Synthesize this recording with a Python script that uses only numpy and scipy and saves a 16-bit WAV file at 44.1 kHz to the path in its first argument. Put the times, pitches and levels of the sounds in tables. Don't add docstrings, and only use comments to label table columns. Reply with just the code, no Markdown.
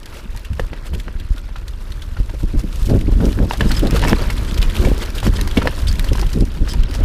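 import sys
import numpy as np
from scipy import signal
from scipy.fft import rfft, irfft, next_fast_len
from scipy.io import wavfile
from scipy.ndimage import uniform_filter1d, map_coordinates

SR = 44100
rng = np.random.default_rng(int(sys.argv[2]) if len(sys.argv) > 2 else 0)


def field_ratio(decibels):
    return 10 ** (np.asarray(decibels, dtype=float) / 20)


def generate_wav(signal):
    frames = np.transpose(np.atleast_2d(signal))
    scaled = np.clip(frames, -1, 1) * 32767
    pcm = np.round(scaled).astype(np.int16)
    wavfile.write(sys.argv[1], SR, pcm)


N = 310464

# time in seconds, strength in dB.
WIND = [(0, -33.5), (.8, -27), (1.8, -25), (2.75, -21), (2.95, -14), (3.3, -17), (3.52, -25), (3.7, -13.5),
        (4.1, -14.5), (4.5, -19.5), (5.04, -23), (5.4, -15.5), (5.75, -22), (6.05, -13.5), (6.5, -22),
        (7.04, -20)]
# centre in seconds, level in dB, length in seconds.
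LURCHES = [(.33, -22.5, 0.093), (.535, -12, 0.049), (.63, -17.5, 0.068), (.95, -18.5, 0.11),
           (1.24, -25, 0.043), (2.58, -13.5, 0.069), (3.1, -20, 0.12), (3.43, -11.5, 0.061),
           (3.65, -12, 0.057), (4.63, -11.5, 0.17), (4.87, -13, 0.21), (5.29, -13, 0.12), (5.88, -13, 0.13),
           (6.14, -16, 0.021), (6.24, -14.5, 0.095), (6.41, -10, 0.07), (6.63, -11, 0.069),
           (6.8, -9, 0.094), (7.02, -10.5, 0.079)]
# centre in seconds, level in dB, length in seconds,
# extra level of the finest flutter in dB.
BUMPS = [(0.5994, -21.5, 0.012, 3.5), (0.94, -26.5, 0.057, -25), (2.205, -31, 0.02, -7),
         (2.438, -19, 0.016, -17), (2.55, -19.5, 0.027, -28), (2.645, -20.5, 0.02, -25),
         (2.915, -13, 0.053, -10.5), (2.958, -8.5, 0.026, -14), (3.087, -14.5, 0.018, -13),
         (3.243, -14.5, 0.1, -14), (3.42, -15.5, 0.074, -11.5), (3.615, -17.5, 0.038, -9.5),
         (3.657, -15, 0.03, -21), (3.721, -21, 0.021, -17), (3.851, -19.5, 0.07, -3.5),
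         (3.936, -16, 0.046, -20), (4.05, -20.5, 0.099, -6.5), (4.128, -11, 0.022, -7),
         (4.216, -25.5, 0.012, -2), (4.848, -17.5, 0.089, -12), (4.917, -20.5, 0.0081, 0.5),
         (5.277, -14, 0.033, -13.5), (5.58, -13.5, 0.024, -5), (5.664, -22.5, 0.05, -5),
         (6.121, -18, 0.021, -6.5), (6.225, -26, 0.062, -22), (6.371, -15.5, 0.041, -40),
         (6.422, -13.5, 0.028, -17), (6.624, -21, 0.034, -20), (7.01, -23.5, 0.064, -11),
         (0.733, -30.5, 0.015, -11), (0.623, -39, 0.051, -4), (1.081, -32, 0.023, -6),
         (2.344, -33.5, 0.022, -4), (3.028, -25, 0.076, -14), (3.127, -22, 0.021, -9.5),
         (3.17, -24.5, 0.029, -25), (5.159, -29.5, 0.035, -14), (5.365, -41, 0.039, -7),
         (5.64, -24, 0.071, -9), (6.738, -26.5, 0.073, -22)]
# frequency in Hz, level in dB per Hz.
SLOW_EDDIES = [(11, -23), (20, 3.5), (40, 3.5), (85, -7.5), (120, -16.5), (141, -23), (226, -27.5),
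               (250, -26.5), (320, -57), (550, -120)]
FAST_EDDIES = [(53, -13.5), (90, 2.5), (140, -3), (255, -4), (364, -10.5), (429, -15.5), (1200, -50.5),
               (1560, -66), (2640, -120)]
SMALLEST_EDDIES = [(200, -10.5), (350, -1.5), (500, 1.5), (750, -8.5), (1200, -25), (1800, -52)]


def wind():
    heave = evened(grains(SLOW_EDDIES, rate=60, spread_db=2.5, bed=0.56), span=0.073, firmness=1.0)
    flutter = evened(grains(FAST_EDDIES, rate=300, spread_db=4.5, bed=0.41), span=0.0266, firmness=1.0)
    fine = evened(grains(SMALLEST_EDDIES, rate=690, spread_db=4.0, bed=0.48), span=0.021, firmness=0.19)
    wind_db = curves(WIND)[0]
    rough_db = curves(TRAIL)[0]

    lurch_power = swells(LURCHES, steepness=3.5, fall=1.03)
    slow = np.sqrt(field_ratio(2 * wind_db) + lurch_power) * heave

    calm_db = -38 + 0.4 * (wind_db - wind_db.mean()) + 0.97 * (rough_db - rough_db.mean())
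    calm = field_ratio(calm_db + 3.1 * wobble(22))
    bump_power = swells([row[:3] for row in BUMPS], steepness=1.58, fall=1.12)
    fine_rows = [(s, db + fine_db, length) for s, db, length, fine_db in BUMPS]
    fine_power = swells(fine_rows, steepness=6.1, fall=1.12)
    return slow + np.sqrt(calm ** 2 + bump_power) * flutter + np.sqrt(fine_power) * fine


def thuds():
    out = np.zeros(N + SR)
    t = np.arange(-1500, 1500) / SR
    short_s, cycles = 0.02, 4
    for s, db, length, _ in BUMPS:
        span = min(length, short_s)
        swing = np.exp(-(t / span * 6) ** 2) * -np.cos(2 * np.pi * cycles * t / span)
        add(out, s + t[0], field_ratio(db + 1) * min(short_s / length, 1) * swing)
    return out[:N]


# start in seconds, peak level in dB, swing in milliseconds.
SHOVES = [(0.503, -9.5, 22), (1.306, -4.5, 23.4), (2.2, -3.5, 22), (2.438, -8.5, 28), (2.57, -10, 18),
          (2.641, -7.5, 23), (2.821, -6.5, 22), (3.124, -4, 26), (3.155, -5, 18), (3.269, -5.5, 19.4),
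          (4.801, -14, 19), (4.913, -9.5, 9.1)]
# start in seconds, peak level in dB, swing in milliseconds.
YANKS = [
    (1.153, -12, 25),
    (2.917, -2.5, 6.4),
    (3.658, -8, 12),
    (5.575, 5.5, 3.85),
    (6.112, -7, 14),
]


def shoves():
    out = np.zeros(N + SR)
    t = np.arange(SR // 8) / SR
    slowing, settle = 0.68, 1.08
    for way, rows in ((1, SHOVES), (-1, YANKS)):
        for s, db, ms in rows:
            u = t / (ms / 1000)
            swing = np.sin(2 * np.pi * u ** slowing) * np.exp(-(u / settle) ** 2)
            add(out, s, way * field_ratio(db) * swing)
    return filtered(out[:N], lambda hz: 1 / (1 + 1j * hz / 330) ** 3)


# start in seconds, peak level in dB, swing frequency in Hz.
JOLTS = [(0.252, -23, 220), (1.346, -26, 250), (2.435, -17, 216), (2.545, -14, 323), (2.886, -15, 384),
         (2.904, -14, 456), (2.935, -12, 432), (2.956, -15, 295), (3.009, -15, 334), (3.207, -5, 224),
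         (3.231, -9, 475), (3.373, -17, 404), (3.386, -10, 285), (3.4, -19, 526), (3.827, -3.5, 295),
         (3.853, -10.5, 392), (3.946, -6.5, 452), (4.192, -28, 615), (4.275, -14, 232), (4.521, -20, 172),
         (4.595, -27, 180), (4.797, -14, 402), (4.821, -14, 298), (4.833, -10, 236), (4.863, -11, 403),
         (4.871, -6.5, 512), (4.883, -7, 276), (4.976, -19, 446), (5.331, -21, 181), (5.357, -27, 426),
         (5.443, -23, 200), (5.579, -2.5, 402), (5.6552, -6, 553), (5.788, -22, 298), (6.112, -26, 417),
         (6.149, -22, 407), (6.258, -16, 164), (6.395, -18, 403), (6.476, -20, 218), (6.566, -17, 160),
         (6.727, -29, 219), (6.765, -15, 148), (6.897, -16.5, 279)]


def jolts():
    out = np.zeros(N + SR)
    t = np.arange(SR // 5) / SR
    for s, db, hz in JOLTS:
        fade = burst(t, 2.44 / hz, rise=0.29, tail=0.067)
        add(out, s, field_ratio(db - 2) * fade * rough_ring(t, hz, scatter=0.035))
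    return out[:N]


# start in seconds, level in dB, length in seconds, main ring in Hz.
KNOCKS = [ (0.5952, -18.5, 0.0036, 1720), (0.7304, -24, 0.0049, 1960), (4.193, -22.5, 0.0029, 1210),
          (1.08, -26.5, 0.0038, 1540), (1.557, -25.5, 0.0065, 1370), (2.1655, -27, 0.0084, 1410),
          (3.203, -25.5, 0.0059, 1450), (3.3878, -24.5, 0.0037, 1680), (3.509, -14.5, 0.0029, 940),
          (3.533, -18, 0.0078, 810), (3.6068, -11, 0.0057, 1730), (3.706, -17.5, 0.0073, 1500),
          (3.963, -18, 0.0046, 1100), (4.025, -15.5, 0.0076, 910), (4.0365, -12.5, 0.0034, 1260),
          (4.049, -18.5, 0.0047, 1770), (4.1297, -13, 0.0023, 1780), (4.299, -16.5, 0.0072, 2170),
          (4.6267, -24.5, 0.014, 2440), (4.8487, -16.5, 0.006, 2300), (5.228, -21, 0.0049, 835),
          (5.266, -20, 0.0029, 1720), (5.389, -21, 0.0068, 1830), (5.57, -11, 0.0085, 2215),
          (5.616, -16.5, 0.0075, 1370), (5.651, -21, 0.012, 950), (5.672, -9, 0.0042, 1790),
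          (6.225, -21.5, 0.0084, 837), (6.181, -24, 0.0045, 1600), (6.738, -25, 0.0079, 917), ]


def knocks():
    from_slaps = [(s, db - 14.5, 0.014, 1880) for s, db, *_ in SLAPS]
    return struck_mount(KNOCKS + from_slaps)


# start in seconds, peak level in dB, ring in Hz.
TAPS = [(0.349, -32, 890), (0.932, -27, 624), (1.489, -31.5, 930), (2.294, -24.5, 610), (2.344, -34, 600),
        (3.909, -26, 1290), (4.049, -16, 961), (4.095, -16, 649), (4.102, -27, 1010), (4.112, -15, 649),
        (4.58, -30, 1420), (5.474, -23, 915), (5.678, -20, 920), (6.041, -19.5, 590), (6.152, -19.5, 1000),
        (6.674, -19, 1270), (6.949, -21, 670)]


def taps():
    return struck_mount([(s, db - 3.5, 0.0048, hz) for s, db, hz in TAPS])


# frequency in Hz, width in Hz, level in dB.
MOUNT = [(470, 112, 2), (950, 230, 4), (1790, 370, 2), (2810, 500, 0.5), (4900, 2000, -5.5)]


def struck_mount(blows):
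    ring, rattle = np.zeros(N + SR), np.zeros(N + SR)
    t = np.arange(SR // 12) / SR
    for s, db, length, hz in blows:
        snap = field_ratio(db + 11.5) * np.exp(-((t - .0008) / 0.000095) ** 2) * (0.0016 / length)
        ring_fade = field_ratio(db + 2.0) * burst(t, 0.67 * length, rise=0.4, tail=0.076)
        add(ring, s, ring_fade * rough_ring(t, hz, scatter=0.06))
        rattle_fade = field_ratio(db) * burst(t, 0.78 * length, rise=0.76, tail=0.15)
        add(rattle, s, snap + rattle_fade * rng.standard_normal(len(t)))
    struck = ring[:N] + field_ratio(8.5) * filtered(rattle[:N], resonances(MOUNT))
    return filtered(struck, lambda hz: 1 / (1 + 1j * hz / 5500) ** 2)


# start in seconds, level in dB, length in milliseconds, ring in Hz.
SLAPS = [(0.056, -31.5, 5, 4670), (0.362, -31, 3.5, 8170), (0.373, -29, 2.4, 4370),
         (0.446, -33.5, 8.2, 3000), (0.595, -30.5, 3.5, 5700), (.86, -45, 4, 4840),
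         (0.936, -31.5, 2.6, 3360), (0.948, -29.5, 3.2, 3060), (0.9976, -29, 4.6, 3530),
         (1.562, -35, 2.3, 4100), (3.993, -22.5, 2.7, 3930), (1.679, -31, 5.4, 4080),
         (2.592, -30.5, 5.7, 5100), (2.896, -29.5, 2.4, 4000), (3.534, -28, 4.1, 4830),
         (3.908, -20, 2.3, 5500), (3.955, -30, 21, 4550), (4.3004, -24, 6.5, 4840), (5.059, -27, 2.3, 3900),
         (5.267, -25, 3.4, 5700), (5.367, -25.5, 4.2, 3540), (5.411, -17.5, 2.3, 3850),
         (5.474, -23.5, 3.5, 4730), (5.927, -21.5, 1.6, 6440), (5.995, -14.5, 0.76, 3650),
         (6.042, -26, 5, 4350), (6.213, -21, 3, 5220), (6.329, -25, 6.1, 5020), (6.7336, -22, 2.8, 4920),
         (6.94, -25, 2.3, 5070)]
# start in seconds, level in dB, length in milliseconds, ring in Hz.
CLINKS = [(1.197, -31.5, 5.5, 3520), (1.3795, -29.5, 2.3, 3880), (1.919, -28, 4.3, 3750),
          (2.018, -30.5, 7.2, 3570), (3.252, -24, 5.3, 5900), (3.327, -26.5, 3.2, 3620),
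          (3.6073, -16, 3.3, 2980), (3.713, -17.5, 8, 4500), (3.794, -26.5, 7.5, 3170),
          (3.869, -19.5, 4.4, 3880), (4.022, -22, 3.5, 3500), (4.0825, -12.5, 1.3, 5680),
          (4.0947, -12.5, 1.9, 5650), (4.376, -27.5, 8.5, 3640), (4.511, -22, 1.9, 3530),
          (4.573, -26.5, 7.3, 3380), (4.616, -23, 5.4, 3510), (4.626, -15.5, 3.3, 3420),
          (4.697, -24.5, 3.9, 3330), (4.766, -18.5, 2.1, 3160), (5.1797, -23.5, 6.6, 3530),
          (5.5105, -24.5, 4, 3440), (5.57, -15.5, 6.3, 3280), (5.673, -13, 1, 3180),
          (5.868, -23.5, 9.2, 3470), (5.913, -23, 3.4, 4250), (6.086, -24, 4.5, 3250),
          (6.131, -18.5, 3.1, 5100), (6.68, -26, 20, 5070), (6.834, -23, 2.5, 3360)]


def slaps_and_clinks():
    ring, cracks = np.zeros(N + SR), np.zeros(N + SR)
    t = np.arange(SR // 12) / SR
    ticks = [(*row, -5.5) for row in SLAPS]
    ticks += [(*row, -11 - 0.18 * (row[1] + 23)) for row in CLINKS]
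    for s, db, ms, hz, sizzle_db in ticks:
        fade = field_ratio(db) * burst(t, 1.03 * ms / 1000, rise=0.35, tail=0.058)
        add(ring, s, field_ratio(1.5) * fade * rough_ring(t, hz, scatter=0.33))
        add(cracks, s, field_ratio(sizzle_db + 5.5) * fade * rng.standard_normal(len(t)))
    bright = colour([(1500, 11.5), (3500, 1.0), (6000, 1.5), (13000, -2.5), (17000, -21)])
    body = colour([(1200, -5), (2800, 4.5), (7000, -4.5), (11000, -11)])
    return filtered(ring[:N], body) + filtered(cracks[:N], bright)


# start in seconds, length in seconds, level in dB.
SCRAPES = [
    (3.675, .04, -35),
    (3.745, .013, -31),
    (3.761, .024, -30),
    (3.822, .03, -39),
    (4.475, .03, -37),
    (5.35, .02, -34),
    (5.878, .028, -32),
    (6.685, .045, -32),
    (6.93, .04, -43),
]
# frequency in Hz, width in Hz, level in dB.
STEEL = [(3200, 500, -2), (5050, 450, 0), (6400, 500, -6), (7750, 600, -4.5), (9700, 900, -8)]


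def scrapes():
    rub = np.zeros(N + SR)
    t = np.arange(SR // 12) / SR
    for s, length, db in SCRAPES:
        add(rub, s, field_ratio(db) * np.abs(np.sin(np.pi * np.clip(t / length, 0, 1))) ** 0.58)
    uneven = field_ratio(3 * wobble(300)) * rng.standard_normal(N)
    hiss = unit(filtered(uneven, lambda f: resonances(STEEL)(f) ** 2))
    return rub[:N] * hiss


# start in seconds, length in seconds, level in dB, first pitch in Hz, last pitch in Hz.
SQUEALS = [
    (4.071, 0.022, -24.5, 2190, 2210),
    (4.07, 0.022, -25.5, 2670, 2670),
    (1.355, 0.045, -41, 1360, 1410),
    (3.761, 0.027, -28, 5300, 4950),
    (5.879, 0.023, -25.5, 5100, 4310),
    (6.693, 0.038, -39, 5220, 4900),
]


def squeals():
    out = np.zeros(N + SR)
    t = np.arange(SR // 12) / SR
    for s, length, db, first_hz, last_hz in SQUEALS:
        gone = np.clip(t / length, 0, 1)
        phase = 2 * np.pi * np.cumsum(first_hz + (last_hz - first_hz) * gone) / SR
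        jitter = 0.11 * np.cumsum(rng.standard_normal(len(t)))
        add(out, s, field_ratio(db) * np.abs(np.sin(np.pi * gone)) ** 0.65 * np.sin(phase + jitter))
    return out[:N]


# start in seconds, peak level in dB, ring in Hz.
FLICKS = [(0.0306, -25, 3420), (0.5316, -22.5, 3080), (0.9862, -32, 3500), (1.361, -28, 4100),
          (2.7267, -22, 3430), (3.0112, -18, 2960), (3.499, -19, 5030), (3.5334, -14, 3150),
          (3.5964, -20, 3030), (3.6506, -31, 4990), (3.8496, -22, 3370), (3.908, -20, 5430),
          (3.9394, -25, 4100), (3.959, -13, 3370), (4.0167, -12.5, 3370), (4.0493, -21, 4200),
          (4.1604, -21, 3670), (4.4475, -21, 3900), (4.5431, -14.5, 4180), (4.616, -14, 3720),
          (4.7514, -21, 3300), (5.1023, -19, 4420), (5.15, -19, 4280), (5.201, -13.5, 3270),
          (5.231, -18, 4680), (5.4108, -14, 4520), (5.7503, -21, 4100), (5.7886, -21, 4000),
          (5.7994, -29, 3100), (5.8823, -12, 4900), (5.937, -21, 3150), (5.9941, -13.5, 3220),
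          (6.158, -21, 3100), (6.1938, -17, 4100), (6.265, -18, 3300), (6.2916, -21.5, 3800),
          (6.4065, -16, 4300), (6.5171, -26, 3120), (6.549, -26, 3020), (6.803, -22, 3750),
          (6.9104, -19, 4590), (6.949, -15.5, 5000), (6.957, -22, 5320), (6.991, -28, 3620),
          (7.0034, -27, 4170)]
# frequency in Hz, level in dB per Hz.
FLICK_TONE = [(1200, -14), (2500, 3), (5000, -8), (10000, -5), (15000, -18), (17000, -25)]


def flicks():
    ring, cracks = np.zeros(N + SR), np.zeros(N + SR)
    t = np.arange(SR // 30) / SR
    for s, db, hz in FLICKS:
        fade = field_ratio(db) * burst(t, 0.0041, rise=0.12, tail=0.06)
        add(ring, s, field_ratio(-9) * fade * rough_ring(t, hz, scatter=0.46))
        add(cracks, s, field_ratio(-10.5) * fade * rng.standard_normal(len(t)))
    return ring[:N] + filtered(cracks[:N], colour(FLICK_TONE))


# start in seconds, peak level in dB.
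PEBBLES = [(0.001, -33), (0.281, -45), (0.395, -29), (3.794, -13), (3.9085, -22), (3.7165, -13),
           (4.0835, -19), (4.096, -19), (5.4122, -13), (5.678, -28), (5.995, -13)]


def pebbles():
    out = np.zeros(N + SR)
    t = np.arange(SR // 50) / SR
    for s, db in PEBBLES:
        add(out, s, field_ratio(db) * burst(t, 0.00099, rise=0.11, tail=0.089) * rng.standard_normal(len(t)))

    def thin(hz):
        u = 1j * hz / 2600
        return (u / (1 + u)) ** 2 / (1 + 1j * hz / 7000)
    return filtered(out[:N], thin)


# time in seconds, roughness in dB, leaf cover in dB.
TRAIL = [(0, -45.5, -10), (.9, -45.5, -9), (1.41, -47, -8.5), (2.63, -45, -4.5), (2.82, -40, -0.5),
         (3.2, -43, -9), (3.69, -35, -4), (3.92, -33.5, -11), (4.12, -29, -10.5), (4.33, -37.5, -6),
         (4.92, -33, -9), (5.25, -40, -5.5), (5.37, -34.5, -7.5), (5.65, -39.5, -5.5), (6.12, -37.5, -4.5),
         (6.41, -41.5, -5), (6.88, -40.5, -14.5), (7.04, -36.5, -11)]
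# centre in seconds, level in dB, length in seconds.
PATCHES = [(0.176, -44, 0.082), (0.37, -52, 0.021), (0.614, -49, 0.069), (0.868, -43.5, 0.033),
           (0.948, -44, 0.021), (1.001, -48, 0.038), (1.379, -45, 0.025), (1.818, -48.5, 0.026),
           (2.035, -49.5, 0.027), (2.407, -43, 0.038), (2.596, -42, 0.047), (2.904, -39, 0.029),
           (3.272, -41.5, 0.18), (3.525, -39, 0.035), (3.962, -30.5, 0.037), (4.09, -32, 0.048),
           (4.582, -32.5, 0.0056), (4.627, -43, 0.021), (4.765, -33, 0.038), (4.86, -37.5, 0.15),
           (5.03, -34, 0.024), (5.17, -35.5, 0.039), (5.263, -34.5, 0.062), (5.577, -37, 0.045),
           (5.793, -37.5, 0.046), (3.13, -41.5, 0.036), (0.1, -50, 0.05), (6.2, -35, 0.019),
           (6.336, -43, 0.011), (6.72, -48, 0.19), (6.949, -44.5, 0.1)]
# frequency in Hz, level in dB per Hz.
DIRT = [(180, -60), (300, 4), (396, 2), (611, -0.5), (725, -7.5), (1380, -5.5), (2310, -12), (4240, -19),
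        (7000, -31.5), (9100, -42), (15400, -120)]
GRIT = [(1470, -85), (2500, -3), (5030, -4.5), (6700, -6.5), (13100, -11), (15000, -18.5), (16000, -38)]
# frequency in Hz, width in Hz, level in dB.
CRUNCH_PEAK = [(952, 120, -7.5)]


def tyres():
    dirt_db, cover_db = curves(TRAIL)
    grit_db = dirt_db + cover_db
    clumps = wobble(45)
    loose = swells(PATCHES, steepness=2.6, fall=0.98)

    stones = crunch(DIRT, rate=1200, low_hz=445, high_hz=5884, cycles=7, spread_db=2.9, bed=1.0)
    peaked = filtered(stones, lambda f: 1 + resonances(CRUNCH_PEAK)(f))
    dirt = unit(field_ratio(1.7 * clumps + 0.7 * wobble(14)) * peaked)
    dirt_power = field_ratio(2 * (dirt_db + 0.5)) + field_ratio(7.5) * loose

    leaves = crunch(GRIT, rate=1700, low_hz=2470, high_hz=15400, cycles=6, spread_db=2.6, bed=1.4)
    grit = unit(field_ratio(1.4 * clumps + 0.7 * wobble(90)) * leaves)
    grit_power = field_ratio(2 * (grit_db - 2.5)) + field_ratio(-3.5) * loose

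    snaps = field_ratio(grit_db - 4) * twigs(rate=49, length_s=0.0017)
    return np.sqrt(dirt_power) * dirt + np.sqrt(grit_power) * grit + snaps


def crunch(spectrum, rate, low_hz, high_hz, cycles, spread_db, bed):
    when, pitch, size, life = rng.random((12000, 4)).T
    keep = np.arange(len(when)) < rate * N / SR
    hz = (low_hz * (high_hz / low_hz) ** pitch)[keep, None]
    gain = field_ratio(spread_db * np.minimum(-np.log(size), 3.2))[keep, None]
    k = np.arange(300)
    turns = hz * k / SR
    fade = np.exp(-turns / (cycles * (0.29 + life[keep, None]))) * (1 - k / len(k))
    rings = gain * np.sqrt(hz) * np.sin(2 * np.pi * turns) * fade
    at = (when[keep, None] * N).astype(int) + k
    summed = np.bincount(at.ravel(), rings.ravel(), N + len(k))[:N]
    whitened = filtered(summed, lambda f: f)
    return unit(filtered(unit(whitened) + bed * rng.standard_normal(N), colour(spectrum)))


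def twigs(rate, length_s):
    t = np.arange(400) / SR
    hits = (rng.random(N) < rate / SR) * field_ratio(2.6 * rng.standard_normal(N))
    gate = np.convolve(hits, t * np.exp(-t / length_s))[:N]
    return unit(filtered(gate * rng.standard_normal(N), colour(GRIT)))


def grains(spectrum, rate, spread_db, bed):
    chance, size, noise = rng.random(N), rng.exponential(size=N), rng.standard_normal(N)
    pushes = (chance < rate / SR) * np.sign(noise) * field_ratio(spread_db * np.minimum(size, 3.5))
    return unit(filtered(unit(pushes) + bed * rng.standard_normal(N), colour(spectrum)))


def evened(x, span, firmness):
    level = np.sqrt(np.abs(uniform_filter1d(x ** 2, int(span * SR))) + 0.018)
    return unit(x / level ** firmness)


def swells(rows, steepness, fall):
    power, t = np.zeros(N), np.arange(N) / SR
    for s, db, length in rows:
        first = max(round((s - 2 * length) * SR), 0)
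        near = slice(first, round((s + 2 * fall * length) * SR))
        late = (t[near] - s) / (0.41 * length)
        away = np.where(late > 0, late / fall, -late * fall)
        power[near] += field_ratio(2 * db) * np.exp(-away ** steepness)
    return power


def burst(t, length, rise, tail):
    build = 1 - np.exp(-(t / (rise * length)) ** 2)
    return build * (np.exp(-(t / length) ** 1.28) + tail * np.exp(-t / (6.8 * length)))


def rough_ring(t, hz, scatter):
    return np.sin(2 * np.pi * hz * t + scatter * np.cumsum(rng.standard_normal(len(t))))


def unit(x):
    return x / np.sqrt(np.mean(x ** 2) + 1e-20)


def curves(rows):
    s, *cols = np.transpose(rows)
    return [np.interp(np.arange(N) / SR, s, c) for c in cols]


def wobble(rate):
    return map_coordinates(rng.standard_normal(int(N * rate / SR) + 4), [np.arange(N) * rate / SR])


def filtered(x, response):
    m = next_fast_len(N + SR // 2)
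    return irfft(rfft(x, m) * response(np.fft.rfftfreq(m, 1 / SR)), m)[:N]


def colour(points):
    hz, db = np.transpose(points)
    return lambda f: field_ratio(np.interp(np.log(f + 1), np.log(hz + 1), db, -120, -120))


def resonances(modes):
    def response(f):
        total = 0
        for k, (centre, width, db) in enumerate(modes):
            damping = 1j * f * width
            total = total + (-1) ** k * field_ratio(db) * damping / (centre * centre - f * f + damping)
        return total
    return response


def add(track, s, sound):
    track[round(s * SR):][:len(sound)] += sound


def scene():
    shaken = wind() + thuds() + shoves() + jolts()
    bike = knocks() + taps() + slaps_and_clinks() + scrapes() + squeals()
    ground = flicks() + pebbles() + tyres()
    return (shaken + bike + ground)[None]


def roll_off(x):
    return signal.sosfilt(signal.butter(12, 16480, fs=SR, output="sos"), x)


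def record(dry):
    soft = dry / (1 + np.abs(dry / .97) ** 4) ** (1 / 4)
    dulled = filtered(soft[0], lambda hz: 1 / (1 + (hz / 15600) ** 110))[None]
    return roll_off(dulled)


dry = scene()
out = record(dry)
generate_wav(out)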